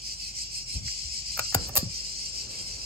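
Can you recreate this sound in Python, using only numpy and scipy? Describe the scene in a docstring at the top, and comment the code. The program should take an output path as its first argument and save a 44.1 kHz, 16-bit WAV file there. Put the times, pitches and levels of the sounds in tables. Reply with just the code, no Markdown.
"""Three metallic scrapes with low thuds, then a fluttering flame, among cicadas outdoors.
A striker rod runs down the flint of a table lighter standing on a wooden garden table; each scrape is a
burst of tiny slips ringing in case, rod and flint, and the last one lights the flame. One cicada pulses
its tymbal clicks, a second joins in on the left and more hiss in the trees, over a faint rumble."""
import sys
import numpy as np
from scipy import signal
from scipy.fft import rfft, irfft
from scipy.io import wavfile
from scipy.ndimage import uniform_filter1d

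SR = 44100
rng = np.random.default_rng(int(sys.argv[2]) if len(sys.argv) > 2 else 0)


def file_out(sig):
    """Save sig as 16-bit WAV at sys.argv[1]."""
    # one column per channel
    cols = np.atleast_2d(sig).T
    # limit, then scale
    lim = np.clip(cols, -1, 1)
    pcm = np.round(lim * 32767).astype(np.int16)
    wavfile.write(sys.argv[1], SR, pcm)


N = 125685
T = np.arange(N) / SR
HZ = np.fft.rfftfreq(N, 1 / SR)

# rod slips: peak t/s, rise/s, fall/s, case level/dB, rod level/dB, flint level/dB, relative ring/dB
SLIPS = [(1.3779, 0.0041, 0.0019, -28, -47, -31.5, -14), (1.3943, 0.0024, 0.0031, -17, -19.5, -26.5, -18.5),
         (1.3951, 0.00017, 0.0004, -17, -13, -18.5, -6), (1.5241, 0.0017, 0.021, -42, -55, -48, -5),
         (1.5466, 0.0013, 0.0028, -19.5, -14, -16, -9.5), (1.5475, 0.00092, 0.00089, -34, -11, -20, -10),
         (1.5500, 0.0015, 0.0013, -15.5, -10.5, -14.5, -15), (1.692, 0.011, 0.0042, -44.5, -46, -39, 2),
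         (1.7548, 0.00036, 0.002, -27.5, -20.5, -14.5, -2.5),
         (1.7642, 0.0011, 0.0033, -22.5, -19.5, -13.5, -5), (1.77, 0.0011, 0.0018, -36, -21, -20, 6),
         (1.773, 0.0013, 0.0019, -27, -13, -10.5, 1), (1.7792, 0.0019, 0.0013, -32.5, -16.5, -12.5, -4),
         (1.7873, .002, 0.011, -59, -26, -33.5, -11)]


def striker():
    """Case, rod and flint sound together, close to the two microphones."""
    rod_modes = [(4660, -18, .02), (4576, 1.5, 0.023), (5660, -0.5, 0.017), (6800, -16, 0.0068),
                 (7440, -16, 0.021), (7860, 12.5, 0.0085), (8000, -1, 0.015)]  # f/Hz, level/dB, t60/s
    flint_modes = [(9200, 2, 0.087), (10701, -6, 0.09), (10924, -5, .08), (11400, 8, .08), (11575, 0, 0.13),
                   (11900, -8, .09), (12400, 1, .08), (12400, -8, 0.062), (13574, -4, .08),
                   (13600, -1, 0.11), (14444, -1, .08), (14811, 1, .08), (15212, -8, .07)]  # f/Hz, level/dB, t60/s
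    rod_grit = [(2000, -22.5), (3400, -9), (4600, 2), (6000, -8), (7500, 6), (8800, 0), (9800, -29),
                (12000, -25)]  # friction spectrum: f/Hz, level/dB
    flint_grit = [(7000, -14.5), (9700, 0.5), (10250, -12), (10700, 0.5), (12600, 6), (15200, -2),
                  (15900, -7)]  # friction spectrum: f/Hz, level/dB
    balance = [(600, -0.5), (1400, 4), (2700, 3.5), (5000, 12.5), (7000, -0.5), (9000, -0.5), (11000, 0)]  # f/Hz, left over right/dB
    left_lead = [(100, 4.5), (700, -1.1), (1500, 1.5), (2600, -1.5), (5000, -3.5), (7000, -5.5), (8100, -2),
                 (10000, -3.0), (10900, 1.94), (15000, 0.2)]  # f/Hz, phase/rad
    mono = case() + scrape(SLIPS, 4, rod_modes, rod_grit, ring_db=-0.5)
    mono += scrape(SLIPS, 5, flint_modes, flint_grit, ring_db=-11.5)
    half = amp(curve(balance, HZ) / 2) * np.exp(.5j * curve(left_lead, HZ))
    return irfft(rfft(mono) * np.array([half, 1 / half]), N)


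def case():
    """The rod seats differently on each stroke, colouring the case's rasp and modes."""
    modes = [(576, -5.5, .11), (787, -3, 0.052), (931, -4, 0.083), (1175, -6, 0.04), (1295, -4, .06),
             (1400, -15, 0.054), (1800, -2, .055), (2147, -7, 0.053), (2390, -4, 0.066), (2730, -3.5, .06)]  # f/Hz, level/dB, t60/s
    # friction spectrum per stroke: f/Hz, level/dB
    first = [(100, -34), (420, -26), (590, 2), (900, -0.5), (1040, -8), (1330, 4), (1560, -0.5),
             (1700, -11), (2000, -11), (2220, 1.5), (2750, -3), (3200, -20), (6000, -55)]
    second = [(100, -27), (420, -9.5), (720, 2), (900, -2), (1060, -10), (1270, 2), (1430, 5), (1550, -5),
              (1750, 1), (2050, -1), (2250, -7), (2800, -3.5), (3200, -17), (6000, -30)]
    third = [(100, -34), (350, -29), (560, 4.5), (740, 2.5), (850, -14), (1120, 11), (1330, -3),
             (1480, -17), (1790, -5), (2000, -24), (2480, -1), (3350, -6.5), (6000, -30)]
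    out = np.zeros(N)
    for start_s, end_s, grit in (1.3, 1.5, first), (1.5, 1.6, second), (1.6, 1.9, third):
        slips = [slip for slip in SLIPS if start_s < slip[0] < end_s]
        coloured = [(hz, db + curve(grit, hz), t60_s) for hz, db, t60_s in modes]
        out += scrape(slips, 3, coloured, grit, ring_db=2.5)
    return out


def scrape(slips, level_column, modes, grit, ring_db, grains_per_s=9000, spread_db=2.5):
    """Friction grains swell and die with each slip; as the rod lets go, one part rings."""
    envelopes = np.array([amp(slip[level_column]) * spike(*slip[:3]) for slip in slips])
    grains = rng.choice([-1., 1.], N) * amp(spread_db * rng.standard_normal(N))
    grains *= rng.random(N) < grains_per_s / SR
    rasp = signal.oaconvolve(grains, tick(grit))[:N]
    rasp /= np.sqrt(abs(uniform_filter1d(rasp ** 2, size=130)) + 1e-6)  # flatten the level
    out = rasp * np.linalg.norm(envelopes, axis=0)
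    hz, db, t60_s = np.transpose(modes)[:, :, None]
    t = T[:SR // 8]
    decay = amp(db - 60 * t / t60_s)
    for slip, envelope in zip(slips, envelopes):
        ring = (decay * np.sin(2 * np.pi * (hz * t + rng.random(hz.shape)))).sum(0)
        gain = amp(slip[-1] + ring_db) * np.linalg.norm(envelope) / np.linalg.norm(ring)
        at = round(slip[0] * SR)
        out[at:at + len(t)] += gain * ring
    return out / (1 + amp(ring_db) / 2)


def knocks():
    """The lighter's foot rocks against the wooden slats."""
    hits = [(1.5499, -14), (1.694, -33.5), (1.772, -24)]  # t/s, level/dB
    wood_modes = [(194, -20, 0.095), (284, -6, 0.12), (383, -8, 0.085), (468, -4, 0.053), (580, -3, 0.044),
                  (690, 5.5, 0.025), (764, 9.5, 0.028), (900, -5, 0.016)]  # f/Hz, level/dB, t60/s
    t = T[:SR // 5]
    ring = sum(amp(db - 60 * t / t60_s) * np.sin(2 * np.pi * hz * t) for hz, db, t60_s in wood_modes)
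    ring /= abs(ring).max()
    return sum(amp(db) * np.interp(T - start_s, t, ring, right=0) for start_s, db in hits)


def touch():
    """The rod's tip ticks lightly against the metal."""
    colour = [(300, -26), (1000, -16), (1550, -4), (2100, 5), (2900, -4), (4500, -34), (9000, -60)]  # f/Hz, level/dB
    return amp(-43) * spike(peak_s=.881, rise_s=0.0049, fall_s=0.0087) * noise(colour)


def hollow(waver_hz=14.6, flutter_db=1.5):
    """The body's hollow note drops in pitch on the last stroke and lingers as the flame catches."""
    note = [(1.715, 760, -78), (1.742, 700, -52), (1.758, 560, -42), (1.777, 562.5, -42.5),
            (1.795, 517, -45), (1.83, 557, -62), (1.88, 559, -55), (1.94, 566, -91)]  # t/s, f/Hz, level/dB
    t, hz, db = np.transpose(note)
    turns = np.cumsum(np.interp(T, t, hz) + waver_hz * drift(73)) / SR
    gain = amp(np.interp(T, t, db) + flutter_db * drift(60))
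    return gain * np.sqrt(2) * np.sin(2 * np.pi * turns)


def thuds(rise_s=0.0021, sag_s=0.0041):
    """Table thuds and flame puffs: low pushes that sag in pitch as they die."""
    pushes = [(0.755, -25.5, 71, 63.4, 0.017), (.8450, -32.5, 75, 63.5, 0.025),
              (1.044, -36.5, 72, 67.5, 0.05), (1.4, -37, 130, 117, 0.017), (1.5570, -18.5, 164, 91, 0.01),
              (1.695, -37, 150, 120, 0.013), (1.781, -26.5, 105, 64.5, 0.0093),
              (1.8282, -23.5, 360, 134, 0.008), (1.8590, -31, 131, 102.7, 0.023)]  # t/s, level/dB, first f/Hz, last f/Hz, decay/s
    out = np.zeros(N)
    for start_s, db, first_hz, last_hz, decay_s in pushes:
        t = np.maximum(T - start_s, 0)
        turns = last_hz * t + (first_hz - last_hz) * sag_s * (1 - np.exp(-t / sag_s))
        shape = (1 - np.exp(-(t / rise_s) ** 2)) * np.exp(-t / decay_s)
        out -= amp(db) * shape / shape.max() * np.sin(2 * np.pi * turns)
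    return out


def flame():
    """Air and flame flutter low; a soft rush as the hand brings the burning rod near."""
    flutter = [(0, -58), (.73, -55), (.76, -34.5), (.81, -43), (.87, -42.5), (.92, -74), (1.07, -60),
               (1.15, -55), (1.53, -53), (1.57, -39), (1.67, -46), (1.75, -53), (1.86, -34.5),
               (1.95, -53.5), (2.05, -69), (2.85, -82)]  # t/s, level/dB
    flutter_colour = [(20, -48), (32, -44), (48, -1), (70, 9), (120, 4.5), (200, -5.5), (400, -24.5),
                      (800, -26.5), (2000, -40), (6000, -75)]  # f/Hz, level/dB
    rush = [(0, -105), (1.5, -102), (1.58, -35), (1.66, -43.5), (1.81, -48.5), (1.833, -44), (1.855, -59),
            (1.95, -53), (2.3, -53.5), (2.52, -46), (2.68, -48.5), (2.85, -48.5)]  # t/s, level/dB
    rush_colour = [(80, 24), (250, 9.5), (500, 9.5), (900, 2), (1800, -2), (4000, -80)]  # f/Hz, level/dB
    return level(flutter) * noise(flutter_colour) + level(rush) * noise(rush_colour)


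def near_cicada(edge_s=0.057):
    """The nearest cicada gates its buzz into chirps."""
    chirps = [(0.034, 0.12, -0.5), (0.192, 0.12, -1), (0.355, 0.097, 1.5), (0.518, 0.091, 1.5),
              (0.676, 0.11, 1), (0.847, 0.094, 1), (0.961, 0.12, -3), (1.111, 0.1, 0), (1.261, 0.12, -1),
              (1.421, 0.11, 1.5), (1.591, 0.091, 0), (1.741, 0.12, -2.5), (1.9, 0.11, -1.5),
              (2.025, 0.13, -2.5), (2.17, 0.13, -1.5), (2.34, 0.11, -0.5), (2.489, 0.15, -2),
              (2.649, 0.12, -2), (2.791, .1, -2.5)]  # t/s, length/s, level/dB
    colour = [(1200, -53), (1750, -36), (2100, -15), (2500, -14.5), (3100, -15.5), (3750, -20), (4300, -5),
              (4950, -0.5), (5350, -3), (5700, -3), (6100, -11), (6600, -11.5), (7350, -5), (7750, -12.5),
              (8200, -7), (8800, -16.5), (9700, -30), (10700, -30), (11900, -29.5), (13500, -30),
              (14500, -66)]  # f/Hz, level/dB
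    gate = np.zeros(N)
    for start_s, length_s, db in chirps:
        inside_s = np.minimum(T - start_s, start_s + length_s - T)
        gate += amp(db) * np.clip(inside_s / edge_s + .5, 0, 1)
    return amp(-35) * gate * from_trees(tymbal(), colour)


def second_cicada():
    """A second cicada joins in with a broader, steadier rasp."""
    swell = [(.78, -66), (.88, -40), (1.35, -39.5), (1.66, -43.5), (1.72, -66), (1.85, -50), (1.95, -41.5),
             (2.42, -42.5), (2.5, -52.5), (2.85, -49)]  # t/s, level/dB
    colour = [(1400, -42), (2100, -16.5), (3000, -12.5), (3800, -17.5), (4350, -1), (5200, 2), (5750, -1.5),
              (6100, -9), (7300, -5.5), (8100, -8.5), (9000, -57), (14000, -62)]  # f/Hz, level/dB
    return level(swell) * from_trees(tymbal(), colour)


def tymbal(rate_hz=422.7, jitter=.3, spread_db=1.5, leaves_t60_s=0.014, hiss_db=3.5):
    """Uneven tymbal clicks, smeared by foliage and blurred with hiss."""
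    turns = np.cumsum(rate_hz * (1 + jitter * drift(150))) / SR
    clicks = np.diff(np.floor(turns), prepend=0) * amp(-spread_db * rng.standard_normal(N))
    leaves = rng.standard_normal((2, SR // 10)) * amp(-60 * T[:SR // 10] / leaves_t60_s)
    buzz = unit(signal.fftconvolve(clicks[None], leaves, axes=1)[:, :N])
    return buzz + amp(hiss_db) * rng.standard_normal((2, N))


def chorus(swell_db=1.0, flicker_db=0.9):
    """Many farther cicadas merge into a wavering hiss."""
    colour = [(1500, -49), (2400, -9.5), (3000, -12.5), (3750, -18.5), (4300, -7.5), (5000, 3), (5600, -1),
              (6300, -9), (7400, -7), (8300, -9.5), (9400, -30), (13000, -34), (15000, -54)]  # f/Hz, level/dB
    gain = amp(-41.5 + swell_db * drift(23) + flicker_db * drift(82))
    return gain * from_trees(rng.standard_normal((2, N)), colour)


def from_trees(pair, colour):
    """Insect sound arrives partly direct, reaching the two microphones out of step."""
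    coherence = [(2500, 0.033), (3700, 0.079), (4200, 0.36), (5200, 0.48), (6300, 0.6), (6900, 0.53),
                 (7700, .35), (8400, 0.56), (9500, 1), (13000, 1)]  # f/Hz, left-right coherence
    left_lead = [(4200, 0.75), (5000, -1.3), (5600, -3), (6800, -6.5), (7300, -6), (8000, -4.5), (9200, -4),
                 (10300, -4.5), (11200, 1)]  # f/Hz, phase/rad
    half = np.exp(.5j * curve(left_lead, HZ))
    spectrum = rfft(spread(pair, colour, coherence))
    return ripple(irfft(spectrum * np.array([half, 1 / half]), N))


def ripple(x, depth_db=4, width_hz=39, width_s=0.024):
    """Many paths through the foliage lift and sink narrow bands from moment to moment."""
    hz, t, spectra = signal.stft(x, SR, nperseg=2048)
    field = rng.standard_normal(spectra.shape[1:])
    smooth_bands = np.exp(-((hz[:, None] - hz) / width_hz) ** 2)
    smooth_time = np.exp(-((t[:, None] - t) / width_s) ** 2)
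    gain = amp(depth_db * unit(smooth_bands @ field @ smooth_time))
    return unit(signal.istft(spectra * gain, SR)[1][:, :N])


def yard(x, wet_db=-11.5):
    """Scattered reflections from table, pots and walls; the treble dies first."""
    decay = [(200, .35), (700, 0.15), (2000, 0.21), (6000, 0.053), (14000, 0.064)]  # f/Hz, t60/s
    hz, t, spectra = signal.stft(rng.standard_normal((2, SR // 2)), SR, nperseg=256)
    tail = signal.istft(spectra * amp(-60 * t / curve(decay, hz)[:, None]), SR)[1]
    return amp(wet_db) * signal.fftconvolve(x, tail / np.linalg.norm(tail[0]), axes=1)[:, :N]


def air(hum_hz=51.1, waver_hz=2.705, dip_s=2.555, dip_width_s=.065):
    """Outdoor rumble and a faint hum that dips once."""
    rumble = [(20, -45), (32, -30), (50, -1), (80, -4.5), (130, 0.5), (250, -11), (500, -16), (1200, -23),
              (3000, -26.5), (14000, -70)]  # f/Hz, level/dB
    dip = 1 - np.exp(-((T - dip_s) / dip_width_s) ** 2)
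    turns = np.cumsum(hum_hz + waver_hz * drift(2.5)) / SR
    hum = amp(-51.5) * dip * np.sqrt(2) * np.sin(2 * np.pi * turns)
    return amp(-57) * noise(rumble) + hum


def noise(colour):
    """Diffuse stereo noise, RMS 1."""
    coherence = [(60, 0.62), (300, 0.92), (700, 0.44), (1200, 0), (8000, 0), (9500, 0), (14000, 1)]  # f/Hz, left-right coherence
    return spread(rng.standard_normal((2, N)), colour, coherence)


def spread(pair, colour, coherence):
    """Colours two unrelated signals and blends them as diffuse sound reaches two microphones."""
    a, b = rfft(pair)
    shared = np.clip(curve(coherence, HZ), -1, 1)
    blend = np.array([a, shared * a + np.sqrt(1 - shared ** 2) * b])
    return unit(irfft(blend * amp(curve(colour, HZ)), N))


def tick(colour, size=4096):
    """Causal click of the given spectrum, energy 1."""
    log_gain = np.log(amp(curve(colour, abs(np.fft.fftfreq(size, 1 / SR)))))
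    click = np.fft.ifft(np.exp(np.conj(signal.hilbert(log_gain)))).real
    return click / np.linalg.norm(click)


def spike(peak_s, rise_s, fall_s):
    return np.exp(-np.maximum((peak_s - T) / rise_s, (T - peak_s) / fall_s))


def drift(cutoff_hz):
    """Low-passed random movement, RMS 1."""
    return unit(irfft(rfft(rng.standard_normal(N)) / (1 + (HZ / cutoff_hz) ** 4), N))


def curve(points, hz):
    knots_hz, values = np.transpose(points)
    return np.interp(np.log(hz + 1), np.log(knots_hz + 1), values)


def level(points):
    return amp(np.interp(T, *np.transpose(points)))


def pan_left(db):
    return amp([[db], [-db]])


def amp(db):
    return 10 ** (np.asarray(db) / 20)


def unit(x):
    return x / np.sqrt(np.mean(x ** 2) + 1e-20)


def scene():
    """The lighter stirs the yard's reflections; the thuds are too close and too low to do so."""
    lighter = striker() + knocks() + touch() + hollow()
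    insects = pan_left(0.5) * near_cicada() + pan_left(4) * second_cicada() + pan_left(0.3) * chorus()
    return lighter + yard(lighter) + thuds() + air() + flame() + insects


def record(dry, low_cut_hz=38.5, ceiling=0.71, high_cut_hz=15950):
    """The microphone sheds the deepest rumble and rounds off peaks; then a band limit."""
    low_cut = signal.butter(3, low_cut_hz, "highpass", fs=SR, output="sos")
    high_cut = signal.firwin(401, high_cut_hz, window=("kaiser", 9), fs=SR)
    rounded = ceiling * np.tanh(signal.sosfilt(low_cut, dry) / ceiling)
    return signal.oaconvolve(rounded, high_cut[None], "same")


dry = scene()
out = record(dry)
file_out(out)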